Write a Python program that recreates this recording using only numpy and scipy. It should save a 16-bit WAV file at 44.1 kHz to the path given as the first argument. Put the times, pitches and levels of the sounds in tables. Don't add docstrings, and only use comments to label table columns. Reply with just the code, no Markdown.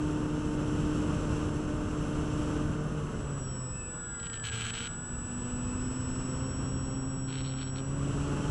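import sys
import numpy as np
from scipy import signal
from scipy.fft import rfft, irfft
from scipy.io import wavfile
from scipy.ndimage import uniform_filter1d

SR = 44100
rng = np.random.default_rng(int(sys.argv[2]) if len(sys.argv) > 2 else 0)


def persist_wave(psi):
    counts = np.round(np.clip(psi, -1, 1) * 32767).astype(np.int16)
    wavfile.write(sys.argv[1], SR, np.atleast_2d(counts).T)


def invert_db(x):
    u = np.asarray(x, float) / 20
    return 10 ** u


N = 374850

SWITCH_HZ = 7840.0
FULL_SPEED = 150

# start_s, speed [turns per s]
THROTTLE = [(0, 150.67), (2.767, 150.3), (3.06, 149.95), (3.258, 131.97), (3.385, 123.91), (3.652, 123.47),
            (3.955, 116.16), (4.511, 110.13), (4.805, 122.17), (4.964, 123.72), (5.483, 122.53),
            (5.76, 128.2), (6.138, 128.21), (6.306, 132.97), (7.189, 131.87), (7.67, 132.13),
            (7.866, 142.66), (8.5, 144.4)]
# start_s, level_db
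BLADE_LOAD = [(0, -33), (1.8, -39), (2.6, -36.5), (2.9, -47), (3.5, -51), (3.85, -55.5), (4.3, -64),
              (4.6, -52), (4.85, -52), (5.0, -49), (5.45, -39), (5.8, -37.5), (6.5, -42.5), (6.95, -40),
              (7.9, -43), (8.2, -37), (8.5, -41.5)]
# pitch_hz, level_db
UNBALANCE = [(113, -42.5), (117, -53), (121, -75), (123, -53), (127.5, -40), (131, -39), (134, -37.5),
             (150, -39)]
# pitch_hz, level_db
FOURTH = [(450, -57.5), (490, -58), (530, -56.5), (570, -53), (600, -54)]
# pitch_hz, level_db
SIXTH = [(680, -52.5), (720, -58), (765, -72), (795, -57), (830, -77), (860, -45), (880, -63), (900, -57)]
# pitch_hz, width_hz, gain_db
AIRFRAME = [(1421, 68, 9.5), (1634, 120, 2.5), (1727, 170, -3.5), (1990, 150, -15), (2616, 155, -3.5),
            (3220, 330, -10.5), (5490, 330, 3)]
# start_s, level_db
WHISTLE = [
    (2.9, -95),
    (3.1, -67),
    (3.2, -56),
    (3.33, -48.5),
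    (3.55, -44.8),
    (4.2, -41.7),
    (6.6, -46.4),
    (7.7, -46.2),
    (8.5, -58),
]
# start_s, end_s, rate [taps per s], level_db
BUZZ = [(4.194, 4.21, 140, -33), (4.23, 4.25, 130, -30), (4.254, 4.274, 290, -31), (4.299, 4.301, 230, -27),
        (4.331, 4.345, 280, -24.5), (4.347, 4.367, 300, -34), (4.374, 4.404, 41, -25),
        (4.425, 4.44, 240, -37), (4.438, 4.498, 290, -22.5), (4.498, 4.516, 120, -30),
        (4.519, 4.613, 340, -23.5), (4.61, 4.709, 315, -23), (4.71, 4.752, 200, -33),
        (4.734, 4.81, 270, -24), (4.799, 4.88, 290, -24), (4.89, 4.948, 110, -37),
        (7.278, 7.392, 160, -30.5), (7.37, 7.418, 186, -30), (7.433, 7.522, 140, -31),
        (7.566, 7.646, 184, -31), (7.662, 7.704, 160, -36), (7.754, 7.804, 143, -30),
        (7.394, 7.683, 110, -35)]
# pitch_hz, width_hz, level_db
TAP_LOW = [(1410, 200, -2.5), (2370, 500, -6.5), (3120, 360, -1)]
# pitch_hz, width_hz, level_db
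TAP_HIGH = [(5440, 1200, -12), (7950, 630, -4), (9430, 1000, -17)]
# start_s, level_db
TICKS = [(3.318, -46), (3.334, -48), (3.418, -47), (3.45, -48), (3.478, -47), (3.513, -47), (3.65, -52),
         (3.7, -52)]
# pitch_hz, width_hz, level_db
TICK_RING = [(5050, 350, 6), (5700, 500, 2)]
# pitch_hz, level_db [dB per Hz]
RUMBLE = [(20, -58), (35, -58), (100, -57), (180, -62), (280, -64), (380, -67), (520, -72), (750, -82),
          (1150, -76.5), (1480, -78), (1700, -88), (1950, -92)]
# pitch_hz, level_db [dB per Hz]
HOUSING = [(2350, -93.5), (2700, -84), (3150, -87), (3500, -94.5), (4900, -99.5), (5450, -90.5),
           (6900, -98), (7700, -88.5), (8300, -100.5), (8800, -102), (9600, -102), (10800, -103),
           (11700, -117), (12600, -125)]
AIR_EDGES_HZ = [12, 200, 750, 1900, 8600, 14000]
# start_s, level_db
AIRFLOW = [(0, .5), (.45, -1), (.9, 2), (1.38, 1.5), (1.62, -1), (2.5, 1.3), (2.78, -4), (3.35, -3.5),
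           (3.74, -8), (4.45, -9), (4.95, -7), (5.45, -2), (6.3, -0.7), (6.95, -2), (7.3, -6.5),
           (7.65, -7.5), (8.1, 2.5), (8.5, 3.5)]
# share of airflow, rise [dB per turn per s]
AIR_FOLLOWS = [
    (0.58, 0.05),
    (0.75, 0.26),
    (0.36, 0.1),
    (1.07, 0.07),
    (0.37, 0.06),
]
# pitch_hz, floor_db [dB per Hz], extra_db under the whistle
GATE = [(8490, -112, 13), (8460, -101, 14), (9240, -104, 4), (9750, -105, 0.5), (11140, -106, 0.5),
        (11260, -110, -2), (11860, -112, -1), (11800, -112, -5), (12500, -112, -8)]


def propeller(turns, speed):
    blade, = in_time(BLADE_LOAD)
    fourth = at_hz(FOURTH, 4 * speed) + 2.6 * drift(2.3)
    sixth = at_hz(SIXTH, 6 * speed) + 0.85 * np.maximum(blade + 37, -20)
    orders = {
        1: at_hz(UNBALANCE, speed),
        2: blade,
        3: -47.5 + 0.48 * (speed - FULL_SPEED),
        4: fourth,
        5: fourth - 13,
        6: sixth,
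        7: fourth - 9 - 0.18 * (speed - 120) + 1.3 * drift(5.4),
        8: fourth - 6 + 0.43 * (blade + 37),
        10: fourth - 11,
    }
    return sum(tone(k * turns, level_db, waver_db=0.73, rate=5.4) for k, level_db in orders.items())


def motor(turns, speed, whistle):
    ripple_db = 1.2 * switching_depth(whistle)
    floor_db = -71
    teeth = np.maximum(-57.5 + ripple_db + airframe(12 * speed), floor_db)
    magnets = np.maximum(-55.5 + ripple_db + airframe(14 * speed), floor_db - 3)
    steady_db = -67 - np.clip(2.5 * (FULL_SPEED - speed), 0, 7.5)
    commutation = np.maximum(-61 + airframe(42 * speed), steady_db)
    orders = {12: teeth, 14: magnets, 28: magnets - 14, 31: magnets - 24, 35: magnets - 29,
              42: commutation, 84: magnets - 26}
    orders.update({24.66: -79, 29.51: magnets - 17, 33.52: magnets - 26})
    return sum(tone(k * turns, level_db, waver_db=1.0) for k, level_db in orders.items())


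def controller(turns, speed, whistle):
    depth_db = switching_depth(whistle) - 0.17 * (in_time(BLADE_LOAD)[0] + 70)
    beat_84 = -46.5 + depth_db + airframe(84 * speed - SWITCH_HZ)
    beat_42 = -49.5 + depth_db + airframe(SWITCH_HZ - 42 * speed)
    switch = SWITCH_HZ * np.arange(N) / SR
    out = tone(switch, whistle, waver_db=0.28)
    out += tone(84 * turns - switch, beat_84)
    out += tone(switch - 42 * turns, beat_42)
    for order, below_db in {-1: -28, 1: -32, 2: -35, 29: -60}.items():
        out += tone(switch + order * turns, whistle + below_db, waver_db=4.0, rate=2.5)
    return out + invert_db(whistle - 25) * resonate(rng.standard_normal(N), [(7650, 700, 2)])


def buzz(turns, speed):
    low, edge, high = np.zeros((3, N))
    for start, end, per_s, level_db in BUZZ:
        chance = rng.standard_normal((60, 2))
        count = np.arange(60)
        s = start + (count + 0.19 * chance[:, 0] * (count > 0)) / per_s
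        s = s[s < end]
        at = (s * SR).astype(int)
        swell_db = 3.2 * (np.sin(np.pi * (s - start) / (end - start)) - 0.7)
        blade_db = 1.0 * np.cos(4 * np.pi * turns[at])
        blow = invert_db(level_db + swell_db + 2.65 * chance[:len(at), 1] + blade_db)
        low[at] += blow
        edge[at] += blow * invert_db(0.33 * (speed[at] - 142.5))
        high[at] += blow * invert_db(-12.5 - 0.23 * (speed[at] - speed.min()))
    grit = rng.standard_normal(N)

    def scrape(taps):
        return grit * signal.lfilter([1], [1, -np.exp(-1 / (0.0011 * SR))], taps)

    body = resonate(3.5 * low + 0.31 * scrape(low), TAP_LOW)
    body = body + invert_db(1.5) * band(0.29 * edge + 0.63 * scrape(edge), [3140, 4510])
    inner = band(body + resonate(scrape(high), TAP_HIGH), [1150, 9450])
    top = band(scrape(high), [11000, 12600])
    return invert_db(1.0) * inner + invert_db(-20) * top


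def ticks():
    clicks = np.zeros(N)
    s, level_db = np.transpose(TICKS)
    clicks[(s * SR).astype(int)] = invert_db(level_db + 12)
    return resonate(clicks + 1e-18, TICK_RING)


def airflow(turns, speed):
    hz = np.maximum(np.fft.rfftfreq(N, 1 / SR), 1)
    points = np.array([(8, -77), *RUMBLE, *HOUSING, (14000, -140)])
    colour_db = np.interp(np.log(hz), np.log(points[:, 0]), points[:, 1])
    spectrum = rfft(rng.standard_normal(N)) * invert_db(colour_db) * np.sqrt(SR / 2)
    gust = drift(0.37)
    blades = np.cos(4 * np.pi * turns) + 0.81 * np.cos(2 * np.pi * turns)
    below = [1 / (1 + (hz / edge) ** 8) for edge in AIR_EDGES_HZ]
    flow, = in_time(AIRFLOW)
    flutter_db = [0.57, 0.5, 0.95, 0.69, 0.87]
    pulse_db = [0.16, 0.7, 0.15, 0.36, 0.4]
    out = 0
    for k, (share, per_speed) in enumerate(AIR_FOLLOWS):
        level_db = share * flow + per_speed * (speed - FULL_SPEED)
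        region = irfft(spectrum * np.sqrt(below[k + 1] - below[k]), N)
        flicker_db = 0.5 * gust + flutter_db[k] * drift(15.0) + pulse_db[k] * blades
        out = out + invert_db(level_db + flicker_db) * region
    return out


def switching_depth(whistle):
    return whistle + 40


def airframe(hz):
    grid = np.arange(0, 8000, 5.)
    power = sum(invert_db(db) ** 2 / (1 + (2 * (grid - at) / width) ** 4) for at, width, db in AIRFRAME)
    return np.interp(hz, grid, 10 * np.log10(power + invert_db(-27) ** 2))


def tone(cycles, level_db, waver_db=0.5, rate=10.0):
    strength = np.sqrt(2) * invert_db(level_db + waver_db * drift(rate))
    return strength * np.sin(2 * np.pi * (cycles + rng.random()))


def drift(rate):
    r = np.exp(-80 * np.pi * rate / SR)
    slow = signal.lfilter([1], [1, -2 * r, r * r], rng.standard_normal(N // 40 + 2002))[2000:]
    return np.interp(np.arange(N) / 40, np.arange(len(slow)), slow / np.std(slow))


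def resonate(x, modes):
    out = 0
    for k, (hz, width, level_db) in enumerate(modes):
        r = np.exp(-np.pi * width / SR)
        poles = [1, -2 * r * np.cos(2 * np.pi * hz / SR), r * r]
        ring = signal.lfilter([1 - r * r, 0, r * r - 1], poles, x)
        out = out + (-1) ** k * invert_db(level_db) * ring
    return out


def band(x, edges_hz):
    return signal.sosfilt(signal.butter(5, edges_hz, "band", fs=SR, output="sos"), x)


def in_time(rows):
    s, *columns = np.transpose(rows)
    return [np.interp(np.arange(N) / SR, s, c) for c in columns]


def at_hz(points, hz):
    return np.interp(hz, *np.transpose(points))


def scene():
    asked, = in_time(THROTTLE)
    keep = np.exp(-1 / (0.2228 * SR))
    speed = asked[0] + signal.lfilter([1 - keep], [1, -keep], asked - asked[0])
    turns = np.cumsum(speed) / SR
    whistle, = in_time(WHISTLE)
    mix = propeller(turns, speed) + motor(turns, speed, whistle) + controller(turns, speed, whistle)
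    mix = mix + buzz(turns, speed) + ticks() + airflow(turns, speed)
    return mix[None]


def roll_off(x):
    return signal.sosfilt(signal.butter(12, 12470, fs=SR, output="sos"), x)


def record(dry):
    hz, s, bins = signal.stft(dry, SR, nperseg=1024, noverlap=512)
    whistle = np.interp(s, *np.transpose(WHISTLE))
    edge, floor_db, mask_db = np.transpose(GATE)
    masking = np.clip((whistle + 54) / 12, 0, 1)
    gate_db = np.interp(hz, edge, floor_db, left=-200)[:, None]
    gate_db = gate_db + np.interp(hz, edge, mask_db)[:, None] * masking
    heard = np.mean(np.abs(bins[0, (hz > 2000) & (hz < 4700)]) ** 2, axis=0)
    loud_db = 10 * np.log10(uniform_filter1d(heard, size=24))
    follows = 0.38 * np.clip((hz[:, None] - 9450) / 300, 0, 1)
    gate_db = gate_db + follows * (loud_db - np.median(loud_db))
    power = uniform_filter1d(np.abs(bins) ** 2, size=6, axis=1)
    power = uniform_filter1d(power, size=3, axis=2) * 2 / (1.5 * hz[1])
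    kept = bins * (power > invert_db(gate_db) ** 2)
    mix = signal.istft(kept, SR, nperseg=1024, noverlap=512)[1][:, :N]
    return roll_off(mix)


dry = scene()
out = record(dry)
persist_wave(out)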